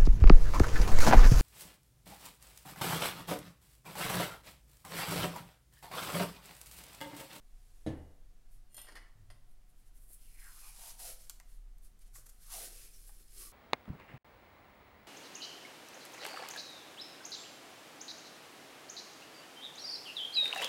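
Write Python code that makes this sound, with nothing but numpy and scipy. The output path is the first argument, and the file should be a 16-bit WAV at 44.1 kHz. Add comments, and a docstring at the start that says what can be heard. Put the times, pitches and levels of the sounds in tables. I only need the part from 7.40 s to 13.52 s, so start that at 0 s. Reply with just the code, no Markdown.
"""A workbench in a small, quiet workshop; one microphone, close to the work.
Over room air and a deep drone, fingers rub old masking tape on a chromed pipe. The pipe knocks on the
bench, and its loose flange rattles as it is lifted. Fingers pick an edge free, then come the pulls:
glue threads snap by the thousand and ring the freed strip, whose pitch sinks as it lengthens.
Near 3.9 s the tape tears off; at 5 s a fresh end is taken up and peeled."""
import sys
import numpy as np
from scipy import signal
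from scipy.fft import rfft, irfft
from scipy.io import wavfile
from scipy.ndimage import uniform_filter1d

SR = 44100
rng = np.random.default_rng(int(sys.argv[2]) if len(sys.argv) > 2 else 0)


def dump(signal):
    """Clip the signal to [-1, 1] and save it as 16-bit WAV at the path in sys.argv[1]."""
    limited = np.clip(np.atleast_2d(signal).T, -1, 1)
    pcm = np.round(limited * 32767).astype(np.int16)
    wavfile.write(sys.argv[1], SR, pcm)


N = 269892
TIME = np.arange(N) / SR

# spectrum of snapping glue threads: freq_hz, density_db
GLUE_SPECTRUM = [(1500, -49), (4000, -17), (6500, -12), (8500, 2.5), (10200, 5.5), (12000, 3.5),
                 (14000, -1), (16000, -7)]
# the hand's tugs at the tape, with rasp and ring relative to the fizz:
# start_s, hold_s, rise_s, fizz_db, growth_db, rasp_db, ring_db, strip_pitch_hz
TAPE_TUGS = [(2.82, 0.13, 0.034, -67.5, -5, -7.5, -15.5, 2970),
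             (3.001, 0.087, 0.042, -61, 0.5, -9, -7, 2080), (3.16, 0.13, 0.12, -58, 3.5, -4, -16, 1250),
             (3.398, .1, 0.074, -54, 4, -3, -16.5, 843), (3.6, 0.098, 0.014, -49, 2.5, -4, -18, 810),
             (3.802, 0.16, 0.0096, -67.5, -11, -3, -27.5, 467),
             (5.022, 0.098, 0.022, -61, 4, -4, -21.5, 1740),
             (5.126, .13, 0.02, -48.3, -2, -3.5, -14.5, 1000),
             (5.328, 0.13, 0.041, -58, -1, -3.5, -21, 380), (5.538, 0.19, 0.054, -63.5, -1.5, -6, -23, 444),
             (5.752, 0.061, .03, -66.5, 3.5, -4.5, -19.5, 420),
             (6.014, 0.06, 0.056, -53, -6, -4.5, -19.5, 353)]


def amp(db):
    """Decibels to gain."""
    return 10 ** (np.asarray(db) / 20)


def unit(x):
    """Scales to rms 1."""
    return x / np.sqrt(np.mean(x ** 2) + 1e-20)


def read(points, hz):
    """Reads a table on a log-frequency axis."""
    freq_hz, value = np.transpose(points)
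    return np.interp(np.log(hz + 1), np.log(freq_hz + 1), value)


def add(mix, start_s, sound):
    """Mixes a sound in at start_s."""
    part = mix[round(start_s * SR):][:len(sound)]
    part += sound[:len(part)]


def colour(x, spectrum, size=4096):
    """Causal filter of unit energy with the given spectrum."""
    gain_db = np.maximum(read(spectrum, abs(np.fft.fftfreq(size, 1 / SR))), -100)
    minimum_phase = np.exp(np.conj(signal.hilbert(np.log(amp(gain_db)))))
    taps = np.fft.ifft(minimum_phase).real[:size // 2]
    return signal.oaconvolve(x, taps / np.linalg.norm(taps))[:len(x)]


def noise(spectrum):
    """Steady noise of rms 1 from rows of freq_hz, density_db."""
    gain = amp(read(spectrum, np.fft.rfftfreq(N, 1 / SR)))
    return unit(irfft(rfft(rng.standard_normal(N)) * gain, N))


def dying(t60s):
    """One second of noise in which each band dies at its own speed."""
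    hz, t, bands = signal.stft(rng.standard_normal(SR), SR, nperseg=256)
    decay = amp(-60 * t / read(t60s, hz)[:, None])
    return signal.istft(bands * decay, SR, nperseg=256)[1][:SR]


def burst(decay_s):
    """A dying scatter of tiny contacts, of unit energy."""
    t = TIME[:SR // 4]
    scatter = rng.standard_normal(len(t)) * np.exp(-t / decay_s)
    return scatter / np.linalg.norm(scatter)


def swell(start_s, length_s):
    """A bell-shaped envelope centred on the given span."""
    return np.exp(-((TIME - start_s) / length_s - .5) ** 2 / 0.48)


def ring(modes):
    """Dying sines of a struck body; neighbouring modes start in opposite directions."""
    t = TIME[:SR]
    return sum((-1) ** k * amp(db - 60 * t / t60) * np.sin(2 * np.pi * hz * t)
               for k, (hz, db, t60) in enumerate(modes))


def resonate(x, hz, width_hz):
    """A steep-skirted resonance whose pitch and width follow curves; rms 1."""
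    turn = np.exp(2j * np.pi * np.cumsum(hz) / SR)
    shifted = x / turn * np.sqrt(width_hz)  # the resonance now sits at 0 Hz
    clock = np.cumsum(width_hz) / SR  # time counted in bandwidths, so one low-pass serves every width
    grid = np.arange(0, clock[-1], 1 / 16)
    steps = np.diff(np.interp(grid, clock, np.cumsum(shifted)), prepend=0)
    smooth = signal.lfilter(*signal.butter(2, 1 / 16), steps)
    return unit((turn * np.interp(clock, grid, smooth)).real)


def grains(per_s, spread_db, flutter_db):
    """Tiny snaps of uneven size that come in clumps."""
    sizes = amp(spread_db * np.minimum(rng.exponential(1, N), 4)) * rng.choice([-1, 1], N)
    clumps = unit(uniform_filter1d(uniform_filter1d(rng.standard_normal(N), size=180), size=120))
    fires = rng.random(N) < per_s / SR
    return unit(sizes * fires * amp(flutter_db * clumps))


def room_tone():
    """Room air, slow pressure drift, a faint whirr and a deep, wavering drone."""
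    # the air and its slow pressure drift: freq_hz, density_db
    air_spectrum = [(30, -24.5), (50, -17.5), (70, -17), (100, -18), (150, -25), (220, -27.5), (400, -35),
                    (650, -37.5), (900, -39), (1800, -40.5), (2700, -43.5), (10000, -45.5), (16000, -51.5)]
    drift_spectrum = [(3, -12), (10, 0), (18, -8), (28, -14.5), (40, -35), (100, -65)]
    # the drone dips or swells for a while: start_s, length_s, change_db
    drone_swells = [(1.198, 1.2, -4), (2.49, 0.43, 4.5), (4.12, .16, 5.5)]
    drone_hz = 30 + 1.01 * noise([(1, 0), (4, -6), (10, -40), (30, -120)])
    wander_db = 2.5 * noise([(1, 0), (4, -3), (8, -40), (30, -120)])
    surge_db = sum(db * swell(start_s, length_s) for start_s, length_s, db in drone_swells)
    drone = np.sqrt(2) * np.sin(2 * np.pi * np.cumsum(drone_hz) / SR)
    drone *= amp(-57.5 + surge_db + wander_db)
    drift = amp(-55.5) * noise(drift_spectrum)
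    whirr = amp(-89.5) * resonate(rng.standard_normal(N), hz=np.full(N, 722), width_hz=np.full(N, 25.))
    return amp(-71) * noise(air_spectrum) + drift + whirr + drone


def fingers():
    """Skin slides over the crepe paper, then picks at its edge, where the glue adds a bright fizz."""
    # finger strokes on the tape: start_s, length_s, level_db, glue_power_share (0-1)
    rubs = [(0.128, 0.44, -74, 0), (1.11, 0.064, -72, 0.66), (2.088, 0.045, -76.5, 0.9),
            (2.287, 0.027, -74, 1), (2.367, 0.056, -74.5, 0.5), (2.458, 0.033, -71.5, 0.45),
            (2.549, .035, -68.5, 0.84), (2.61, 0.044, -66.5, 0.85), (2.695, 0.059, -57.5, 0.95),
            (4.078, 0.086, -68.5, 0.34), (4.433, 0.042, -64, 0.63), (4.61, 0.022, -66.5, 0.2),
            (4.654, 0.03, -70, 0), (4.77, 0.23, -70.5, 0.46), (5.668, 0.032, -57.5, 0.88)]
    # crackles as a new edge lifts: start_s, level_db, length_s
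    crackles = [(2.572, -72, 0.01), (3.586, -58, 0.01), (4.383, -64, 0.0036), (4.591, -65, 0.004),
                (4.745, -56, 0.019), (4.759, -57.5, 0.04), (4.861, -57.5, 0.0095), (4.891, -56, 0.009)]
    # skin on paper, and the lifting edge: freq_hz, density_db
    skin_spectrum = [(240, -27), (400, 3.5), (730, -15.5), (1040, -15), (1220, -7.5), (3020, -5),
                     (10900, 0), (16000, -14.5)]
    edge_spectrum = [(290, -45), (500, -22), (1360, -5.5), (1510, -5), (2390, -15), (2690, -15),
                     (7210, 0.5), (12100, 1), (16000, -14)]
    grit = grains(per_s=4700, spread_db=2.0, flutter_db=0.5)
    tack = grains(per_s=3000, spread_db=-0.5, flutter_db=1.6)
    skin, glue = colour(grit, skin_spectrum), colour(tack, GLUE_SPECTRUM)
    picks = sum(amp(db) * swell(start_s, length_s) for start_s, db, length_s in crackles)
    out = picks * colour(grit, edge_spectrum)
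    for start_s, length_s, db, sticky in rubs:
        out += amp(db) * swell(start_s, length_s) * (np.sqrt(1 - sticky) * skin + np.sqrt(sticky) * glue)
    return out


def bench_knock():
    """The pipe rings the bench as it lands; the things lying on it jump and blur the tail."""
    # the pipe lands and settles: start_s, relative_db
    knocks = [(.464, 3), (0.47, 1), (0.4827, -7.5)]
    # modes of bench and pipe: pitch_hz, relative_db, t60_s
    bench_modes = [(76.4, -37, 0.64), (92.7, -40, 0.35), (129.5, -38, 0.32), (147, -39.5, 0.36),
                   (186, -52.5, 0.82), (223, -36.5, 0.21), (282.6, -41.5, 0.51), (318.3, -30.5, 0.22),
                   (362, -67, 0.38), (467, -35, 0.12), (486, -54, 0.8), (534, -45.5, 0.32), (597, -50, 0.2),
                   (631, -41.5, 0.12), (767, -56.5, 0.62), (1740, -55.5, 0.25), (2030, -72, 0.91),
                   (2890, -66.5, 0.7), (3893, -54, 0.091), (6560, -61, 0.15), (9900, -62, 0.11)]
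    # the thud's spectrum: freq_hz, density_db
    thud_spectrum = [(35, -17), (70, 2), (110, 5), (180, -12), (300, -6), (400, -13), (615, -16),
                     (900, -23.5), (1350, -31.5), (1800, -27.5), (2500, -34), (3500, -32), (7000, -42),
                     (10200, -42), (14000, -60)]
    # the thud's decay: freq_hz, t60_s
    thud_decay = [(80, 0.32), (400, 0.63), (1500, 0.59), (5000, 0.26), (12000, 0.23)]
    blow, thud = np.zeros(N), np.zeros(N)
    add(blow, knocks[0][0], amp(-0.5) * ring(bench_modes))
    for start_s, db in knocks:
        add(thud, start_s, amp(db - 41.5) * dying(thud_decay))
    return blow + colour(thud, thud_spectrum)


def handling():
    """Hands and pipe bump softly, low in pitch."""
    # the bumps: start_s, length_s, level_db
    bumps = [(1.077, 0.12, -71.5), (1.37, 0.073, -77), (1.772, 0.064, -59.5), (1.883, 0.12, -63),
             (4.75, 0.094, -65.5)]
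    # their spectrum: freq_hz, density_db
    bump_spectrum = [(40, -13), (65, -7), (110, 6), (160, -16), (250, -23.5), (500, -30), (1000, -47)]
    envelope = sum(amp(db) * swell(start_s, length_s) for start_s, length_s, db in bumps)
    return envelope * noise(bump_spectrum)


def flange():
    """The loose ring chatters and scrapes on the pipe, hand-damped: bright on metal, dull on tape."""
    # flange hits pipe, at relative levels: start_s, ring_db, clack_db, chatter_s
    clinks = [(1.3444, -47, -67, 0.0048), (1.3669, -43, -73, 0.002), (1.379, -46, -54.5, 0.0087),
              (1.39, -52.5, -71, 0.0053), (1.415, -47, -70, 0.0031), (1.445, -55.5, -61.5, 0.011),
              (1.469, -76, -56.5, 0.019), (1.486, -62, -54.5, 0.0046), (1.521, -62, -57.5, 0.0033),
              (1.554, -58.5, -50.5, 0.0083), (1.568, -84, -53, 0.0041), (1.902, -70, -56, 0.0016),
              (1.911, -66, -81, 0.0012)]
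    # modes of the flange: pitch_hz, relative_db, t60_s
    flange_modes = [(580, -14.5, 0.45), (1969, -15, 0.4), (2830, -19.5, 0.77), (3266, -10.5, 0.13),
                    (4280, -9.5, 0.071), (5200, -8, .06), (6130, -13, 0.06), (7080, -4.5, 0.081),
                    (8560, -8, 0.11), (8700, -3, 0.03), (9390, 8.5, 0.032), (9550, -15, .035),
                    (9970, 0, 0.026), (12650, -1, 0.055), (13200, -15, .02), (14060, -1, 0.025)]
    # a dull hit on tape: freq_hz, density_db
    clack_spectrum = [(150, -32), (250, -10), (760, -3), (1300, -3), (1980, -8), (2310, -14.5), (3340, -7),
                      (3960, -19), (4230, -7), (5100, -8.5), (5640, -15), (7900, -20.5), (9670, -14),
                      (11600, -21), (14000, -40)]
    # scrapes along the pipe: start_s, level_db, length_s, pitch_hz, width_hz
    scrapes = [(1.382, -55.5, 0.017, 3140, 790), (1.412, -66, 0.034, 3100, 900),
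               (1.48, -56, 0.018, 1890, 382), (1.52, -63, 0.03, 297, 110), (1.558, -53.5, 0.022, 1924, 334)]
    rings, clacks = np.zeros(N), np.zeros(N)
    for start_s, ring_db, clack_db, chatter_s in clinks:
        contact = 0.56 * signal.unit_impulse(SR // 4) + 0.81 * burst(chatter_s + 0.002)
        add(rings, start_s, amp(ring_db - 5.0) * signal.fftconvolve(contact, ring(flange_modes)))
        add(clacks, start_s, amp(clack_db + 25.5) * burst(chatter_s + 0.0061))
    rubbed_metal = unit(signal.oaconvolve(rng.standard_normal(N), ring(flange_modes))[:N])
    slide = amp(-67) * swell(start_s=1.315, length_s=0.045) * rubbed_metal  # it slides before it strikes
    return rings + slide + colour(clacks, clack_spectrum) + friction(scrapes)


def friction(strokes, sag_octaves_per_s=0):
    """Short strokes of sticking and slipping, each in one resonance that may sink."""
    grit = grains(per_s=5200, spread_db=-2.5, flutter_db=1)
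    out = np.zeros(N)
    for start_s, db, length_s, hz, width_hz in strokes:
        pitch_hz = hz * 2 ** (-sag_octaves_per_s * np.clip(TIME - start_s, -length_s, 2 * length_s))
        out += amp(db) * swell(start_s, length_s) * resonate(grit, pitch_hz, np.full(N, width_hz))
    return out


def tape_snaps():
    """The tape parts with a sharp crack, and the slack end flaps."""
    # the snaps, at relative levels: start_s, crack_db, flap_db, flap_pitch_hz
    snaps = [(2.703, -76, -58, 397), (3.897, -31, -45.5, 1160), (3.8988, -36.5, -47, 1510),
             (4.0004, -45, -44, 1120), (4.757, -69, -47.5, 1100), (4.783, -66, -54, 325),
             (5.692, -61, -49.5, 810)]
    # the crack's spectrum: freq_hz, density_db
    crack_spectrum = [(600, -36), (1100, -22), (2400, -16), (4000, 3), (5900, 3.5), (8500, 7),
                      (11000, -0.5), (13300, 5), (16000, -11)]
    # the flap's spectrum: pitch_ratio, density_db
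    flap_shape = [(.3, -27), (.7, -7), (1, 4.5), (1.4, -4), (1.9, 0.5), (2.8, -14), (8, -53)]
    cracks, flaps = np.zeros(N), np.zeros(N)
    for start_s, crack_db, flap_db, hz in snaps:
        crack = signal.unit_impulse(SR // 4) + .5 * burst(decay_s=0.0044)
        flap = colour(burst(decay_s=0.0041), [(ratio * hz, db) for ratio, db in flap_shape])
        add(cracks, start_s, amp(crack_db + 11.5) * crack)
        add(flaps, start_s, amp(flap_db + 11.5) * flap)
    return colour(cracks, crack_spectrum) + flaps


def tug(start_s, hold_s, rise_s, release_s=0.035):
    """The hand's pull, 0-1: it builds up to start_s, holds, then eases."""
    attack = np.maximum(start_s - TIME, 0) / rise_s
    release = np.maximum(TIME - start_s - hold_s, 0) / release_s
    return np.exp(-np.minimum(attack + release, 20))


def freed_strip():
    """The strip rings at a pitch that goes as one over its length, so it sinks as tape comes free."""
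    # resonances of the strip: pitch_ratio, width_share_of_pitch, relative_db
    strip_modes = [(1, .24, 5), (1.049, 1.0, -4.5), (2.3, .3, -15), (3.4, 0.21, -8)]
    starts_s, *_, pitches_hz = np.transpose(TAPE_TUGS)
    lowest_hz = 1 / np.interp(TIME, starts_s, 1 / pitches_hz)
    grip_loss_hz, paper_cutoff_hz = 119.4, 3240  # fingers widen each resonance; paper damps the top
    strip = np.zeros(N)
    for ratio, width_share, db in strip_modes:
        hz = ratio * lowest_hz
        slips = grains(per_s=2500, spread_db=0.0, flutter_db=2.5)
        damping = np.sqrt(1 + (hz / paper_cutoff_hz) ** 6)
        strip += amp(db) * resonate(slips, hz, width_share * hz + grip_loss_hz) / damping
    tension_waver_db = 0.43 * noise([(2, 7), (18, 2), (40, -25), (100, -120)])
    return strip * amp(tension_waver_db)


def peel():
    """With each tug, glue threads fizz and ring the pipe, paper fibres rasp and the taut strip sounds."""
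    # modes of the pipe under the peel: pitch_hz, relative_db, t60_s
    pipe_modes = [(2880, -13, 0.047), (4225, -3, 0.036), (4470, -27, 0.045), (5014, -5.5, 0.068),
                  (5200, 4, 0.01), (6080, -6.5, 0.041), (7120, -7.5, .04), (7540, -1.5, .04),
                  (8300, -5, 0.032), (9240, -2, 0.017), (10150, 1, 0.035), (10550, -5, 0.036),
                  (10910, 1.5, 0.049)]
    # glue squeaks where it holds fast: start_s, level_db, length_s, pitch_hz, width_hz
    squeaks = [(3.24, -66, 0.077, 2500, 263), (5.33, -70.5, 0.12, 2720, 262), (5.48, -80, 0.09, 2560, 244),
               (5.535, -65, 0.031, 5830, 700), (6.01, -69, 0.077, 1220, 290)]
    threads = grains(per_s=5000, spread_db=1.5, flutter_db=0.5)
    fibres = grains(per_s=3500, spread_db=0.0, flutter_db=1.4)
    plucks = grains(per_s=4000, spread_db=4.0, flutter_db=4.5)
    pipe = unit(signal.oaconvolve(plucks, ring(pipe_modes))[:N])
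    fizz = unit(colour(threads, GLUE_SPECTRUM)) + amp(-7.5) * pipe
    # rasping paper fibres: freq_hz, density_db
    rasp_spectrum = [(500, -32), (1300, -7), (2000, -6), (3200, -4.5), (4600, -1.5), (6500, -0.5),
                     (9000, -4), (15000, -32)]
    rasp = unit(colour(fibres, rasp_spectrum))
    power = np.zeros((3, N))  # of fizz, rasp and strip; overlapping tugs add up
    for start_s, hold_s, rise_s, db, growth_db, rasp_db, ring_db, _ in TAPE_TUGS:
        pull = tug(start_s, hold_s, rise_s)
        tautness = pull ** 1.28  # the strip rings only while taut
        progress = np.clip((TIME - start_s) / hold_s, 0, 1)
        strength = amp(db + growth_db * (progress - .5))
        power += (strength * np.array([pull, amp(rasp_db) * pull, amp(ring_db) * tautness])) ** 2
    peeling = (np.sqrt(power) * [fizz, rasp, freed_strip()]).sum(0)
    return peeling + friction(squeaks, sag_octaves_per_s=1.0)  # squeaks sink as the strip lengthens


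def workshop(x, wet_db):
    """The direct sound reaches the microphone, then echoes off the bench and the room's short tail."""
    # echoes off the bench top and the things on it: delay_s, level_db
    echoes = [(.0009, -42), (.0026, -21), (.0043, -17.5), (.0098, -12.5)]
    # the room's decay: freq_hz, t60_s
    room_decay = [(100, 0.54), (1000, 0.62), (5000, 0.46), (14000, 0.31)]
    tail = dying(room_decay) * (TIME[:SR] > .004)
    response = signal.unit_impulse(SR) + amp(wet_db) * tail / np.linalg.norm(tail)
    for delay_s, db in echoes:
        add(response, delay_s, amp([db]))
    return signal.fftconvolve(x, response / np.linalg.norm(response))[:N]


def scene():
    """Everything on the bench, heard by one microphone."""
    tape = workshop(peel() + fingers(), wet_db=-9.0) + workshop(tape_snaps(), wet_db=-10.0)
    metal = workshop(flange(), wet_db=-5.5) + bench_knock()
    return (tape + metal + room_tone() + handling())[None]


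def record(dry):
    """The recorder's band limit: a steep low-pass at 15.9 kHz."""
    lowpass = signal.firwin(511, 15900, window=("kaiser", 8), fs=SR)
    return signal.oaconvolve(dry, lowpass[None], "same")


dry = scene()
out = record(dry)
dump(out)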